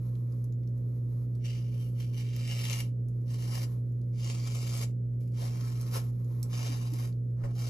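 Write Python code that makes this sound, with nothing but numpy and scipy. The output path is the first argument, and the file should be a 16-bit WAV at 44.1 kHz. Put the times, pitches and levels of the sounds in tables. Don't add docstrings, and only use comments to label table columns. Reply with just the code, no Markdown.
import sys
import numpy as np
from scipy import signal
from scipy.fft import rfft, irfft, next_fast_len
from scipy.io import wavfile
from scipy.ndimage import uniform_filter1d, map_coordinates

SR = 44100
rng = np.random.default_rng(int(sys.argv[2]) if len(sys.argv) > 2 else 0)


def ratio_of_db(decibels):
    return 10 ** (np.asarray(decibels, float) / 20)


def waveform_to_disk(signal):
    frames = np.transpose(np.atleast_2d(signal))
    scaled = np.clip(frames, -1, 1) * 32767
    samples = np.round(scaled).astype(np.int16)
    wavfile.write(sys.argv[1], SR, samples)


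N = 339129
FFT_SIZE = next_fast_len(N + SR)
HZ = np.maximum(np.fft.rfftfreq(FFT_SIZE, 1 / SR), 1)
LEFT_RIGHT = np.array([[1], [-1]])

# time_s, blade_pressure_db
CHEEK_STROKES = [
    [(1.38, -76), (1.408, -79), (1.45, -52.5), (1.56, -58), (1.592, -65.5), (1.698, -69), (1.828, -61.5),
     (1.936, -80), (1.95, -78)],
    [(1.93, -79), (2.014, -58.5), (2.114, -72), (2.142, -61), (2.152, -64), (2.186, -53), (2.226, -56),
     (2.232, -61.5), (2.3, -61)],
    [(2.28, -60), (2.482, -50.5), (2.512, -45), (2.604, -49.5), (2.652, -44), (2.736, -46.5), (2.756, -49),
     (2.804, -46), (2.93, -88)],
]
# time_s, blade_pressure_db
THROAT_STROKES = [
    [(3.24, -86), (3.31, -56), (3.366, -62.5), (3.394, -56), (3.472, -56), (3.572, -52), (3.646, -52),
     (3.668, -75), (3.76, -82.5)],
    [(4.11, -79.5), (4.176, -61.5), (4.3, -49.5), (4.378, -57), (4.484, -52.5), (4.798, -49.5),
     (4.834, -46), (4.854, -67), (4.93, -78)],
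    [(5.32, -75), (5.418, -50.5), (5.5, -58.5), (5.648, -55), (5.872, -60), (5.922, -53.5), (5.97, -43.5),
     (6.052, -74), (6.12, -71)],
    [(6.48, -67), (6.488, -68), (6.54, -50.5), (6.668, -49), (6.684, -51.5), (6.932, -61.5), (6.934, -58.5),
     (7.05, -57), (7.14, -84)],
    [(7.51, -67), (7.518, -75), (7.548, -69), (7.552, -61), (7.602, -54.5), (7.686, -55), (7.69, -55)],
]
# time_s, blade_pressure_db
TOUCHES = [
    [(5.18, -99), (5.21, -73), (5.256, -80.5), (5.282, -75), (5.294, -88), (5.34, -74)],
    [(7.35, -93), (7.37, -80), (7.428, -73.5), (7.44, -59.5), (7.488, -72.5), (7.53, -70)],
]
STROKES = CHEEK_STROKES + THROAT_STROKES + TOUCHES


def rms_one(x):
    return x / np.sqrt(np.mean(x ** 2) + 1e-20)


def at_hz(points):
    hz, value = np.transpose(points)
    return np.interp(np.log(HZ), np.log(hz), value)


def shaped(x, gain):
    return irfft(rfft(x, FFT_SIZE) * gain, FFT_SIZE)[..., :N]


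def drift(rate_hz):
    r = np.exp(-2 * np.pi * rate_hz / SR)
    noise = rng.standard_normal(N + SR)
    return rms_one(signal.lfilter([1], [1, -2 * r, r * r], noise)[SR:])


def resonance(hz, width_hz):
    return 1j * HZ * width_hz / (hz ** 2 - HZ ** 2 + 1j * HZ * width_hz)


def stroke_levels():
    # skin_drag_db, cutting_db, blade_db, foam_at_start_db, foam_piled_by_end_db
    skin = [(-10.5, -3, -5.5, -18.5, 26), (-5.5, -1.5, -3.5, -5, -7), (-9, -2.5, -4.5, -13.5, 12),
            (0.5, -5, -2, -7.5, 8.5), (-4, -6, -2.5, -14.5, 10.5), (1.5, -6, -3.5, -8.5, 7.5),
            (0.5, -4.5, -2, -11, 12.5), (2, -7, -0.5, -6.5, -5), (-4, -4.5, -4, 2, 0),
            (15, -8.5, -3, -9.5, -1)]
    drag_follows_foam, foam_muffles_cut, pile_power, lift_s = 0.34, 0.15, 2, 0.025
    levels = np.zeros((4, N))
    for rows, (drag_db, cut_db, blade_db, foam_db, piled_db) in zip(STROKES, skin):
        s, press_db = np.transpose(rows)
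        span = slice(round(s[0] * SR), round(s[-1] * SR) + 1)
        t = np.arange(N)[span] / SR
        progress = np.clip((t - s[0]) / (s[-1] - s[0]), 0, 1)
        wet_db = piled_db * progress ** pile_power
        remaining_s = s[-1] - t + (s[-1] > 7.6)
        lift = np.clip(np.minimum(t - s[0], remaining_s) / lift_s, 0, 1)
        extras_db = [
            drag_db + drag_follows_foam * wet_db,
            cut_db - foam_muffles_cut * wet_db,
            blade_db,
            foam_db + wet_db,
        ]
        for level, extra_db in zip(levels, extras_db):
            level[span] += lift * ratio_of_db(np.interp(t, s, press_db) + extra_db)
    return levels


def razor(hairs_per_s=2400.0, spread_db=3.6, drag_db=-5.0, judder_db=1.3):
    # freq_hz, density_db_per_hz
    scrape_spectrum = [(200, -31), (300, -12), (450, -3), (800, -3), (1600, -12.5), (2200, -11),
                       (2840, -10.5), (3500, -19), (4100, -17.5), (6500, -19), (8900, -15.5), (11600, -17),
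                       (13500, -20.5), (15500, -29.5)]
    # freq_hz, width_hz, level_db
    modes = [(2300, 120, 4.5), (2958, 460, 9.5), (3670, 94, 1.5), (4770, 440, -2.5), (5230, 230, -1.5)]
    levels = stroke_levels()
    sizes = ratio_of_db(spread_db * np.minimum(rng.exponential(1, N), 5)) * rng.choice([-1, 1], N)
    snap_chance = hairs_per_s * ratio_of_db(3.0 * drift(25)) / SR
    snaps = sizes * (rng.random(N) < snap_chance)
    drag = ratio_of_db(drag_db) * rng.standard_normal(N)
    scrape = (rms_one(snaps) + drag) * ratio_of_db(judder_db * drift(58))
    ringing = 1 + sum(ratio_of_db(db) * resonance(hz, width_hz) for hz, width_hz, db in modes)
    colour = ratio_of_db(at_hz(scrape_spectrum)) * ringing
    below = [1 / (1 + (HZ / edge_hz) ** 8) for edge_hz in (1700, 4000, 8900)]
    ranges = [below[0], below[1] - below[0], below[2] - below[1], 1 - below[2]]
    return sum(level * rms_one(shaped(scrape, colour * part)) for level, part in zip(levels, ranges))


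def gripped(scrape, echo=0.22):
    # ring_hz, width_hz, ring_db, cheek_ring (-1 damped..1 added)
    grip = [(5800, 350, 0, 0.31), (5800, 310, 0, -0.046), (5800, 220, -8, 0.12), (5500, 490, -9, -0.23),
            (7000, 800, -2, -0.011), (6020, 220, -5, -0.48), (6300, 310, -6.5, -.3), (6300, 370, -11, -.3),
            (6020, 221, -8, -.1), (6300, 371, -11, -0.14)]
    # left_ms, right_ms
    hand_echo_ms = [(.65, .88), (.651, .88), (0.79, 1), (1, .65), (.81, .88), (0.94, 0.72), (1.05, 0.79),
                    (0.7, 1), (.87, .931), (0.66, 1.01)]
    cheek_hz, cheek_q = 2950, 5.0
    out = np.zeros((2, N))
    for rows, (hz, width_hz, db, cheek), echo_ms in zip(STROKES, grip, hand_echo_ms):
        a, b = round(rows[0][0] * SR) - 2000, round(rows[-1][0] * SR) + 2000
        part = scrape[a:b]
        part = part + ratio_of_db(db) * signal.lfilter(*signal.iirpeak(hz, hz / width_hz, SR), part)
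        part = part + cheek * signal.lfilter(*signal.iirpeak(cheek_hz, cheek_q, SR), part)
        for side, ms in enumerate(echo_ms):
            out[side, a:b] = part + echo * np.roll(part, round(ms * SR / 1000))
    return out


def patchy(x, patch_db=0.7, own_db=0.8, turn_rad=0.6):
    _, _, frames = signal.stft(x, SR, nperseg=512)
    coarse = rng.standard_normal((4, 70, 100))
    rows = np.linspace(0, 69, frames.shape[1])
    columns = np.linspace(0, 99, frames.shape[2])
    grid = np.meshgrid(rows, columns, indexing="ij")
    shared, left, right, twist = [map_coordinates(c, grid, order=1) * 1.5 for c in coarse]
    gain_db = patch_db * shared + own_db * np.array([left, right])
    phase_rad = turn_rad * np.array([twist, -twist]) / 2
    return signal.istft(frames * ratio_of_db(gain_db) * np.exp(1j * phase_rad), SR, nperseg=512)[1][:, :N]


def ticks():
    # time_s, peak_db, left_right_db, centre_hz
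    foam_ticks = [(0.1534, -52, -8, 3200), (0.3234, -50.5, 3, 5100), (0.4425, -43.5, -1.5, 11430),
                  (0.5247, -48.5, 0, 7000), (0.634, -57.5, 2, 2300), (0.6749, -51, 4, 6300),
                  (0.7781, -51, -1, 11130), (0.944, -66, 4, 7500), (1.3526, -49, 2, 5800),
                  (3.0855, -47, -2, 10370), (3.216, -66.5, 14, 3500), (3.8928, -64.5, -4, 6020),
                  (3.9218, -55.5, -14, 12000), (4.015, -55, 5, 4830), (4.039, -62, 2.5, 5000),
                  (4.117, -70, 4, 5040), (5.208, -53, -8.5, 8000), (5.2777, -58, 2, 4040),
                  (5.323, -57, 6, 5030), (6.2464, -51, -9, 7100), (6.4294, -27.5, -1, 8370),
                  (7.1266, -50, -0.5, 4500), (7.439, -46.5, 17, 1004), (7.509, -52, -2, 5500)]
    # time_s, peak_db, left_right_db, centre_hz
    stiff_hairs = [(2.02, -48, -1, 3470), (2.363, -29.5, 3.5, 9000), (2.5122, -32.5, -0.5, 3030),
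                   (2.6544, -29, 8, 3500), (2.6824, -30, 1.5, 5230), (2.6983, -27, 11.5, 3000),
                   (2.7277, -27.5, 5.5, 4500), (2.7314, -24.5, 8, 3500), (4.7744, -33, 2, 8950),
                   (5.8131, -35, -1, 8000), (6.9374, -34.5, 6, 7500)]
    events = foam_ticks + stiff_hairs
    out, t = np.zeros((2, N)), np.arange(900) / SR
    for s, db, pan_db, hz in events:
        band = signal.butter(2, [hz / 1.8, min(hz * 2.2, 16000)], "band", fs=SR, output="sos")
        crackle = 0.4 * rng.standard_normal(len(t)) * ratio_of_db(-60 * t / 0.0081)
        burst = signal.sosfilt(band, (t == 0) + crackle)
        ring = 0.23 * np.sin(2 * np.pi * hz * t) * ratio_of_db(-60 * t / 0.013)
        burst = burst / np.max(np.abs(burst)) + ring
        i = round(s * SR)
        out[:, i:i + len(t)] += ratio_of_db(db + pan_db / 2 * LEFT_RIGHT) * burst / np.max(np.abs(burst))
    return out


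def bumps():
    # time_s, peak_db, pitch_hz
    pushes = [
        (6.627, -48, 259),
        (6.692, -32, 278),
        (6.739, -38.5, 247),
        (6.918, -32.5, 293),
        (7.401, -40.5, 41.2),
        (7.436, -28, 41.9),
        (7.438, -35, 562),
    ]
    out, t = np.zeros(N), np.arange(6000) / SR
    for s, db, hz in pushes:
        envelope = (1 - np.exp(-t / 0.0069)) * ratio_of_db(-60 * t / 0.097)
        i = round(s * SR)
        out[i:i + len(t)] += ratio_of_db(db) * np.sin(2 * np.pi * hz * t) * envelope
    return out


def hiss():
    # freq_hz, density_db_per_hz
    rustle_spectrum = [(500, -32.5), (800, -7), (1200, -10.5), (1630, -23.5), (3500, -29.5), (5900, -29.5),
                       (9500, -28), (12000, -22), (14000, -30), (15500, -37.5)]
    # time_s, level_db
    movement = [(0, -66), (.6, -78), (.9, -71.5), (1.45, -75.5), (2.8, -67), (2.95, -90.5), (3.1, -81.5),
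                (3.72, -64), (3.82, -82), (4.05, -80.5), (4.85, -64), (4.95, -94.5), (5.15, -88),
                (6.08, -64.5), (6.2, -71), (6.4, -65), (7.1, -72), (7.2, -83)]
    s, db = np.transpose(movement)
    level = ratio_of_db(np.interp(np.arange(N) / SR, s, db) + 2.4 * drift(10))
    colour = ratio_of_db(at_hz(rustle_spectrum)) * (HZ > 600)
    return level * rms_one(shaped(rng.standard_normal(N), colour))


def fan_hum():
    tones_hz = [39.27, 56.8, 63.2, 73.2, 110.27, 113.52, 116.78, 120.03, 123.28, 146.55, 156.83, 166.58,
                176.85, 180.1, 183.36, 220.03, 240.05, 339.66, 423.41, 480.1, 543.43]
    # peak_db, left_right_db
    tone_levels = [(-70.5, -6), (-52.5, 0.3), (-64, -9.5), (-69, -7.5), (-61.5, 10), (-52, 4), (-62, 1),
                   (-29, -1.5), (-68, 2.5), (-64, -8.5), (-67, -2.5), (-62.5, -8.5), (-57.5, 5),
                   (-63.5, 6.5), (-53.5, -4.5), (-64, 2.5), (-51, -3.5), (-67.5, -21.5), (-62, -1),
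                   (-68, -14), (-71.5, -20.5)]
    t, hum = np.arange(N) / SR, np.zeros((2, N))
    for hz, (db, pan_db) in zip(tones_hz, tone_levels):
        start_rad = rng.uniform(0, 2 * np.pi)
        hum += ratio_of_db(db + pan_db / 2 * LEFT_RIGHT) * np.sin(2 * np.pi * hz * t + start_rad)
    return hum


def fan_air(level_db=-51.5):
    # freq_hz, density_db_per_hz
    air_spectrum = [(20, -15), (60, -2), (150, 2.5), (300, -1.5), (500, -8), (620, -14), (800, -32.5),
                    (1200, -34), (2000, -39.5), (4000, -47), (10000, -46.5), (13000, -39), (15500, -56)]
    # freq_hz, correlation
    air_alike = [(60, 0.98), (130, 0.32), (280, 0.84), (600, 0.16), (2000, .2)]
    # freq_hz, left_right_db
    air_side = [(60, 3), (200, -5.5), (350, -6.5), (700, -3.5), (2000, -1.5)]
    alike = np.clip(at_hz(air_alike), -1, 1)
    mid, side = rng.standard_normal((2, N))
    colour = ratio_of_db(at_hz(air_spectrum) + at_hz(air_side) / 2 * LEFT_RIGHT)
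    common = shaped(mid, colour * np.sqrt(1 + alike))
    opposed = shaped(side, colour * np.sqrt(1 - alike) * LEFT_RIGHT)
    return ratio_of_db(level_db) * rms_one(common + opposed)


def at_ports(x, side_db, room_t60_s=0.11, room_lag_s=0.001):
    # freq_hz, lead_rad
    port_lead = [(200, 0.063), (600, 2), (1120, 4.62), (2240, 5.8), (2750, 8.6), (3800, 12.26), (5000, 14),
                 (6460, 13), (7400, 15.7), (8200, 15.5), (9500, 16.12), (11500, 18.85), (14500, 22.0)]
    # freq_hz, room_db
    room_share = [(500, -4), (2000, -4.5), (5000, -4.5), (7500, -3), (9000, -2.5), (15000, -11)]
    # freq_hz, width_hz, depth (0-1)
    port_dips = [
        [(1550, 100, 0.8), (2530, 190, 0.98), (3500, 170, 0.1), (9160, 800, 0.96)],
        [(1040, 440, 0.9), (1456, 490, 0.4), (2970, 130, .85), (9250, 630, 0)],
    ]
    t = np.arange(SR // 2) / SR
    tails = rng.standard_normal((2, len(t))) * ratio_of_db(-60 * t / room_t60_s) * (t > 0.002)
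    tails = rfft(tails / np.sqrt(np.sum(tails ** 2, axis=1, keepdims=True)), FFT_SIZE)
    room = ratio_of_db(at_hz(room_share)) * tails * np.exp(-2j * np.pi * HZ * room_lag_s)
    direct = np.array([np.ones(len(HZ)), np.exp(-1j * at_hz(port_lead))])
    dips = np.ones((2, len(HZ)))
    for port, rows in enumerate(port_dips):
        for hz, width_hz, depth in rows:
            dips[port] *= 1 - depth * np.abs(resonance(hz, width_hz)) ** 2
    return shaped(x, dips * (direct + room) * ratio_of_db(side_db / 2 * LEFT_RIGHT))


def scene():
    # freq_hz, left_right_db
    razor_side = [(60, 3.5), (110, -4.5), (200, 6), (360, -6.5), (650, -4), (1180, -1), (2140, -1),
                  (3880, 2.5), (7030, 3.5), (12800, -1)]
    near = ratio_of_db(1.5) * patchy(gripped(razor())) + ratio_of_db(3.5) * hiss() + bumps()
    return at_ports(near, at_hz(razor_side)) + at_ports(ticks(), 0 * HZ) + fan_hum() + fan_air()


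def emptied(x, gaps):
    hz, _, frames = signal.stft(x, SR, nperseg=2048)
    treble = np.log(np.sum(np.abs(frames[hz > 6000]) ** 2, axis=0) + 1e-20)
    spared = treble - np.maximum(np.roll(treble, 2), np.roll(treble, -2)) > 2.2
    hz = hz[:, None]
    for low_hz, high_hz in gaps:
        wander = uniform_filter1d(rng.normal(0, 1.3, (2, frames.shape[1])), size=2)
        low_step_hz, high_step_hz = 190 * np.round(wander)
        outside = (hz < low_hz + low_step_hz) | (hz > high_hz + high_step_hz)
        frames = frames * (outside | spared * (hz < 15700))
    return signal.istft(frames, SR, nperseg=2048)[1][:N]


def top_cut(x):
    return signal.sosfilt(signal.butter(12, 15700, fs=SR, output="sos"), x)


def record(dry):
    # low_hz, high_hz
    mid_gaps = [(8250, 9700), (13450, 22050)]
    # low_hz, high_hz
    side_gaps = [(11050, 12350), (15100, 22050)]
    mid = emptied((dry[0] + dry[1]) / 2, mid_gaps)
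    side = emptied((dry[0] - dry[1]) / 2, side_gaps)
    return top_cut(np.array([mid + side, mid - side]))


dry = scene()
out = record(dry)
waveform_to_disk(out)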